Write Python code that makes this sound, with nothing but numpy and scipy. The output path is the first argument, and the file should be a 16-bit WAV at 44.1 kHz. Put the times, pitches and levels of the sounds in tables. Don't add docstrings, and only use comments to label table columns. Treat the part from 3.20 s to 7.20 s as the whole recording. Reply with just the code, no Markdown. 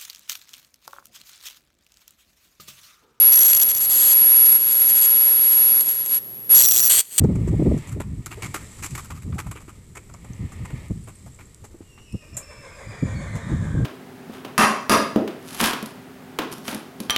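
import sys
import numpy as np
from scipy import signal
from scipy.fft import rfft, irfft
from scipy.io import wavfile
from scipy.ndimage import uniform_filter1d

SR = 44100
rng = np.random.default_rng(int(sys.argv[2]) if len(sys.argv) > 2 else 0)


def wav_out(sig):
    wavfile.write(sys.argv[1], SR, np.round(np.clip(np.atleast_2d(sig).T, -1, 1) * 32767).astype(np.int16))


N = 176400
T = np.arange(N) / SR
WHINE_HZ, THROB_HZ = 11370, 120

# time in seconds, relative level in dB.
ARC_STRENGTH = [(0, -12), (.09, -10.5), (.108, -14), (.125, -12), (.33, -14.5), (.385, -17), (.43, -15),
                (.465, -18.5), (.495, -16.5), (.525, -21.5), (.59, -22), (.62, -18.5), (.66, -20),
                (.73, -17), (.98, -13), (1.25, -12), (1.28, -12.5), (1.296, -10), (1.31, -15), (1.325, -10),
                (1.34, -15), (1.355, -10.5), (1.383, -20.5), (1.42, -18), (1.52, -17.5), (1.605, -16),
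                (1.62, -12.5), (1.635, -15.5), (2.08, -14.5), (2.16, -16), (2.41, -14), (2.61, -16),
                (2.647, -25.5), (2.69, -17), (2.75, -25), (2.81, -22), (2.845, -27.5), (2.89, -24.5),
                (2.94, -17), (2.983, -21), (3, -41.5), (3.287, -47), (3.295, -21), (3.306, -12),
                (3.345, -9), (3.39, -12), (3.445, -19), (3.49, -17), (3.53, -20.5), (3.61, -20.5),
                (3.66, -16.5), (3.775, -22), (3.81, -31), (3.83, -56), (3.9, -49), (4, -35)]
# frequency in Hz, relative gain in dB.
HISS_EQ = [(20, 4), (50, 1), (150, 1), (1000, 0.5), (4000, 1), (9000, 0.5), (13000, 2.5), (17000, -2)]
# time in seconds, level in dB.
SIZZLE_FADER = [(0, -36), (.42, -35), (.46, -37), (.68, -39), (.8, -29.5), (1.1, -32), (1.25, -28),
                (1.4, -35), (1.52, -27.5), (1.65, -31), (1.84, -28), (1.95, -32.5), (2.2, -34),
                (2.38, -31.5), (2.55, -34.5), (2.7, -30.5), (2.8, -39), (2.97, -29), (3.0, -77),
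                (3.28, -80), (3.31, -26.5), (3.4, -26), (3.68, -30.5), (3.82, -57)]
# frequency in Hz, relative gain in dB.
POP_EQ = [(100, -24), (2500, -23), (3300, -15.5), (5500, -22), (7000, -8.5), (8000, -7), (8600, -5),
          (9300, -0.5), (10500, -11), (11200, -6.5), (12000, 1.5), (12600, -15), (14100, -18), (14700, -6),
          (15700, -22), (17000, -18)]
# time in seconds, level in dB.
ROOM_FADER = [(0, -52.5), (3.68, -48), (3.82, -67), (4, -53)]
# frequency in Hz, relative gain in dB.
ROOM_EQ = [(20, -6), (70, -16), (130, 0.5), (400, 0.5), (700, -8.5), (1500, -16), (6000, -19.5),
           (17000, -18)]
# first and last snap in seconds,
# relative snap level in dB, relative chirp level in dB.
RESTRIKE_RUNS = [(.1252, .1417, -13, -21), (.1584, .1584, -10, -19), (.175, .175, -15, -22),
                 (.1917, .1917, -9, -24), (.2082, .2249, -15, -19), (.2333, .2333, -10, -23),
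                 (.2505, .2666, -12, -21), (.2837, .3166, -13, -25), (.3334, .3334, -7, -24),
                 (.3501, .3501, -8, -25), (.3673, .3748, -14, -22), (.4002, .4002, -12, -29),
                 (.417, .4334, -12, -21), (.4668, .4668, -21, -32), (.4916, .5161, -16, -29),
                 (.5503, .5503, -18, -26), (.567, .5835, -20, -29), (.608, .658, -18, -36),
                 (.6999, .7913, -15, -38), (.7998, .933, -13, -40), (1.2581, 1.2661, -17, -36),
                 (1.6915, 1.708, -16, -38), (1.7663, 1.7912, -19, -38), (1.8161, 1.858, -13, -45),
                 (2.3247, 2.333, -20, -42), (2.6088, 2.6088, -15, -40), (2.862, 2.862, -20, -45),
                 (3.3498, 3.3822, -10, -20), (3.3903, 3.4228, -6.5, -26), (3.4377, 3.46, -9, -19),
                 (3.4873, 3.4873, -10, -20), (3.5126, 3.5213, -8, -22), (3.5383, 3.555, -12, -24),
                 (3.5628, 3.6036, -7.5, -24), (3.6294, 3.6776, -14, -24)]
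# time in seconds, length from 0 (short) to 1 (drawn out over the liquid).
ARC_STRETCH = [(.3, 0.31), (.85, 0.47), (1.25, .05), (2.7, .05), (3.35, 0.96)]
# frequency in Hz, relative gain in dB.
SNAP_EQ = [(30, -25), (1000, -20), (2600, -18), (3400, -9), (3750, -17), (4100, -9.5), (4600, -7.5),
           (4950, -14), (5250, -8.5), (5550, -30), (6200, -3.5), (6550, -10.5), (6800, -0.5), (7900, -0.5),
           (8400, 1.5), (8650, -10.5), (9050, -4), (9550, -8), (10300, -18), (11000, -17), (12000, -10),
           (12500, -20), (13800, -20), (14700, -2), (15700, -16), (17000, -10)]
# frequency in Hz, boost in dB at zero length.
SHORT_ARC_EQ = [(2600, 0), (8400, -2), (9500, 7.5), (10400, 5), (12000, 13), (14700, -2.5)]
# time in seconds, relative level in dB.
SQUEAL_FADER = [(3.34, -37), (3.415, -30), (3.432, -23), (3.47, -21), (3.50, -21), (3.53, -24),
                (3.58, -25.5), (3.62, -23.5), (3.66, -23), (3.705, -38)]
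# time in seconds, relative level in dB, base rate in sparks per second.
RIM_VOLLEY = [(3.695, -38, 1480), (3.697, -14.5, 2260), (3.77, -17.5, 1930), (3.79, -12.5, 900),
              (3.798, -13, 900), (3.8, -35, 1800), (3.84, -42, 3000), (3.89, -46.5, 3000),
              (3.93, -36.5, 3000), (4, -33, 3000)]
# time in seconds, level in dB before the EQ.
RIM_CRACKS = [(3.801, 3), (3.8023, 3), (3.8044, 5), (3.8068, 4), (3.8099, 3), (3.9808, 12.5), (3.9839, 9),
              (3.9856, 9), (3.9873, 7), (3.9886, 6), (3.9921, 4), (3.9937, 6), (3.9948, 7), (3.9963, 6)]
# frequency in Hz, relative gain in dB.
RIM_EQ = [(30, -23.5), (700, -25), (1600, -19), (2600, -15), (3300, -8.5), (3800, -16), (4550, -7.5),
          (4950, -21), (5250, -11.5), (5500, -29), (5850, -8), (6300, -10), (6550, -17), (6850, -5),
          (7400, -6), (8350, 2.5), (9400, -7.5), (9700, -4), (10300, -16.5), (11000, -10), (12200, -12.5),
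          (13200, -11), (14700, -12), (15500, -24), (16300, -6), (17200, -28.5)]


def amp(db):
    return 10 ** (np.asarray(db) / 20)


def unit(x):
    return x / np.sqrt(np.mean(x ** 2) + 1e-20)


def curve(rows, column=1):
    rows = np.array(rows)
    return np.interp(T, rows[:, 0], rows[:, column])


def wander(hz):
    rolloff = 1 + (np.fft.rfftfreq(N, 1 / SR) / hz) ** 4
    return unit(irfft(rfft(rng.standard_normal(N)) / rolloff, N))


def equalise(x, eq):
    eq_hz, eq_db = np.transpose(eq)
    hz = abs(np.fft.fftfreq(4096, 1 / SR))
    log_gain = np.log(amp(np.interp(np.log(hz + 1), np.log(eq_hz + 1), eq_db)))
    ring = np.fft.ifft(np.exp(np.conj(signal.hilbert(log_gain)))).real[:len(hz) // 2]
    return signal.oaconvolve(x, ring / np.linalg.norm(ring))[:N]


def throb(depth, crest=.46):
    return 1 + depth * np.cos(2 * np.pi * (THROB_HZ * T - crest))


def add(mix, s, sound):
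    part = mix[max(round(s * SR), 0):][:len(sound)]
    part += sound[:len(part)]


def whine(drift_hz=1.35, flutter_db=.5, trim_db=1.25):
    mains = 2 * np.pi * THROB_HZ * T
    phase = 2 * np.pi * np.cumsum(WHINE_HZ + drift_hz * wander(3.1)) / SR
    bend = .38 * np.cos(mains - .76) + .08 * np.cos(2 * mains - .56)
    level = amp(curve(ARC_STRENGTH) + trim_db + flutter_db * wander(390))
    return level * unit(throb(.45) * np.sin(phase + bend))


def hiss(follow=.78, trim_db=-19):
    noise = rng.standard_normal(N) * unit(throb(.39))
    return amp(trim_db + follow * curve(ARC_STRENGTH)) * equalise(noise, HISS_EQ)


def sizzle(pops_per_s=3500, pop_spread_db=10.5, tick_spread_db=9, tick_db=-9.5):
    fires = rng.random(N) < pops_per_s * throb(.6) / SR
    polarity = rng.choice([-1, 1], N)
    pops = fires * polarity * amp(pop_spread_db * np.minimum(rng.standard_normal(N), 2))
    ticks = np.zeros(N)
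    for cycle, (late, size) in enumerate(rng.standard_normal((N * THROB_HZ // SR, 2))):
        add(ticks, (cycle + .92 + .03 * late) / THROB_HZ, amp([tick_spread_db * min(size, 2)]))
    frying = equalise(unit(pops), POP_EQ)
    ticking = amp(tick_db) * equalise(unit(ticks), SNAP_EQ)
    return amp(curve(SIZZLE_FADER)) * (frying + ticking)


def room(hum_db=-62):
    level = amp(curve(ROOM_FADER))
    hum = amp(hum_db) * unit(level * np.sin(2 * np.pi * THROB_HZ * T))
    return level * equalise(rng.standard_normal(N), ROOM_EQ) + hum


def chirp(t, low_hz=5920, high_hz=17030, rise_s=.001):
    detune = rng.standard_normal()
    low = np.sin(2 * np.pi * (low_hz + 45 * detune) * t)
    high = amp(-2) * np.sin(2 * np.pi * (high_hz - 220 * detune) * t)
    swell = t / rise_s * np.exp(1 - t / rise_s)
    return swell * (low + high)


def snap_eq(length):
    return [(hz, db + (1 - length) * np.interp(hz, *np.transpose(SHORT_ARC_EQ))) for hz, db in SNAP_EQ]


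def restrikes(count=7, spark_hz=3880, snap_trim_db=17, chirp_trim_db=4, chirp_lead_s=.0016):
    out = np.zeros(N)
    lengths = np.clip(curve(ARC_STRETCH), 0, 1)
    order = np.arange(count)
    t = np.arange(SR // 100) / SR
    for first, last, snap_db, chirp_db in RESTRIKE_RUNS:
        length = lengths[round(first * SR)]
        spark = equalise(1. * (t == 0), snap_eq(length))[:len(t)]
        evenness = .6 * length ** 2
        fade = amp(-11 * (1 - length) * order / count)
        for s in np.linspace(first, last, round((last - first) * THROB_HZ) + 1):
            add(out, s - chirp_lead_s, amp(chirp_db + chirp_trim_db) * chirp(t))
            late, flip = rng.random((2, count))
            onsets = (order + (1 - evenness) * late) / spark_hz
            polarity = np.sign((1 + evenness) / 2 - flip)
            snap = np.zeros(len(t))
            for onset, gain in zip(onsets, fade * polarity):
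                add(snap, onset, gain * spark)
            add(out, s - onsets.mean(), amp(snap_db + snap_trim_db) * snap / np.linalg.norm(snap))
    return out


def echoes(x, wet_db=-14, t60_s=.042):
    t = np.arange(SR // 5) / SR
    tail = rng.standard_normal(len(t)) * amp(-60 * t / t60_s) * (t > .001)
    return x + amp(wet_db) * signal.oaconvolve(x, tail / np.linalg.norm(tail))[:N]


def arc_out(start_s=2.992, end_s=3.293):
    return uniform_filter1d(1. * (T > start_s) * (T < end_s), size=200)


def idle_supply(pitch_hz=11390, level_db=-35.5, ring_hz=10100, ring_s=.0012):
    offset = (THROB_HZ * T - .13 + .5) % 1 - .5
    dropout = np.exp(-abs(offset) / .026)
    bend = .81 * np.cos(2 * np.pi * THROB_HZ * T + .88) - 3 * dropout * np.sign(offset)
    buzz = unit(throb(.38) * (1 - dropout) * np.sin(2 * np.pi * pitch_hz * T + bend))
    since_s = offset % 1 / THROB_HZ
    ring_phase = 2 * np.pi * (pitch_hz * T + (ring_hz - pitch_hz) * since_s)
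    ring = amp(-7) * np.exp(-since_s / ring_s) * np.sin(ring_phase)
    return amp(level_db) * (buzz + ring)


def squeal(waver_hz=70, high_db=4):
    slip = 2 * np.pi * np.cumsum(waver_hz * (wander(300) + 1.1)) / SR
    half_phase = np.pi * WHINE_HZ * T
    low = np.sin(half_phase + slip)
    high = amp(high_db) * np.sin(3 * half_phase + slip / 2 + .7 * wander(120))
    gate = (T > SQUEAL_FADER[0][0]) * (T < SQUEAL_FADER[-1][0])
    return amp(curve(SQUEAL_FADER)) * gate * throb(.27) * (low + high)


def rim_sparks(unevenness=.65, spread_db=2.5, spark_s=.00045):
    base_rate = curve(RIM_VOLLEY, column=2)
    rate = np.maximum(base_rate * throb(.38) * (1 + unevenness * wander(900)), 0)
    charge = np.cumsum(rate) / SR
    fires = np.diff(np.floor(charge), prepend=0)
    clicks = fires * amp(spread_db * rng.standard_normal(N)) * np.sqrt(SR / base_rate)
    level = amp(curve(RIM_VOLLEY)) * (T > RIM_VOLLEY[0][0])
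    decay = np.exp(-1 / (spark_s * SR))
    power = signal.lfilter([1 - decay], [1, -decay], (clicks * level) ** 2)
    sparks = np.sqrt(power) * rng.standard_normal(N)
    for s, db in RIM_CRACKS:
        add(sparks, s, amp([db]))
    return equalise(sparks, RIM_EQ)


def scene():
    unlit = arc_out()
    tones = whine() * (1 - unlit) + idle_supply() * unlit + squeal()
    return (tones + hiss() + sizzle() + echoes(restrikes() + rim_sparks()) + room())[None]


def record(dry, ceiling=.9, cutoff_hz=17250):
    clipped = dry / (1 + (dry / ceiling) ** 6) ** (1 / 6)
    lowpass = signal.firwin(511, cutoff_hz, window=("kaiser", 9), fs=SR)
    return signal.oaconvolve(clipped, lowpass[None], "same")


dry = scene()
out = record(dry)
wav_out(out)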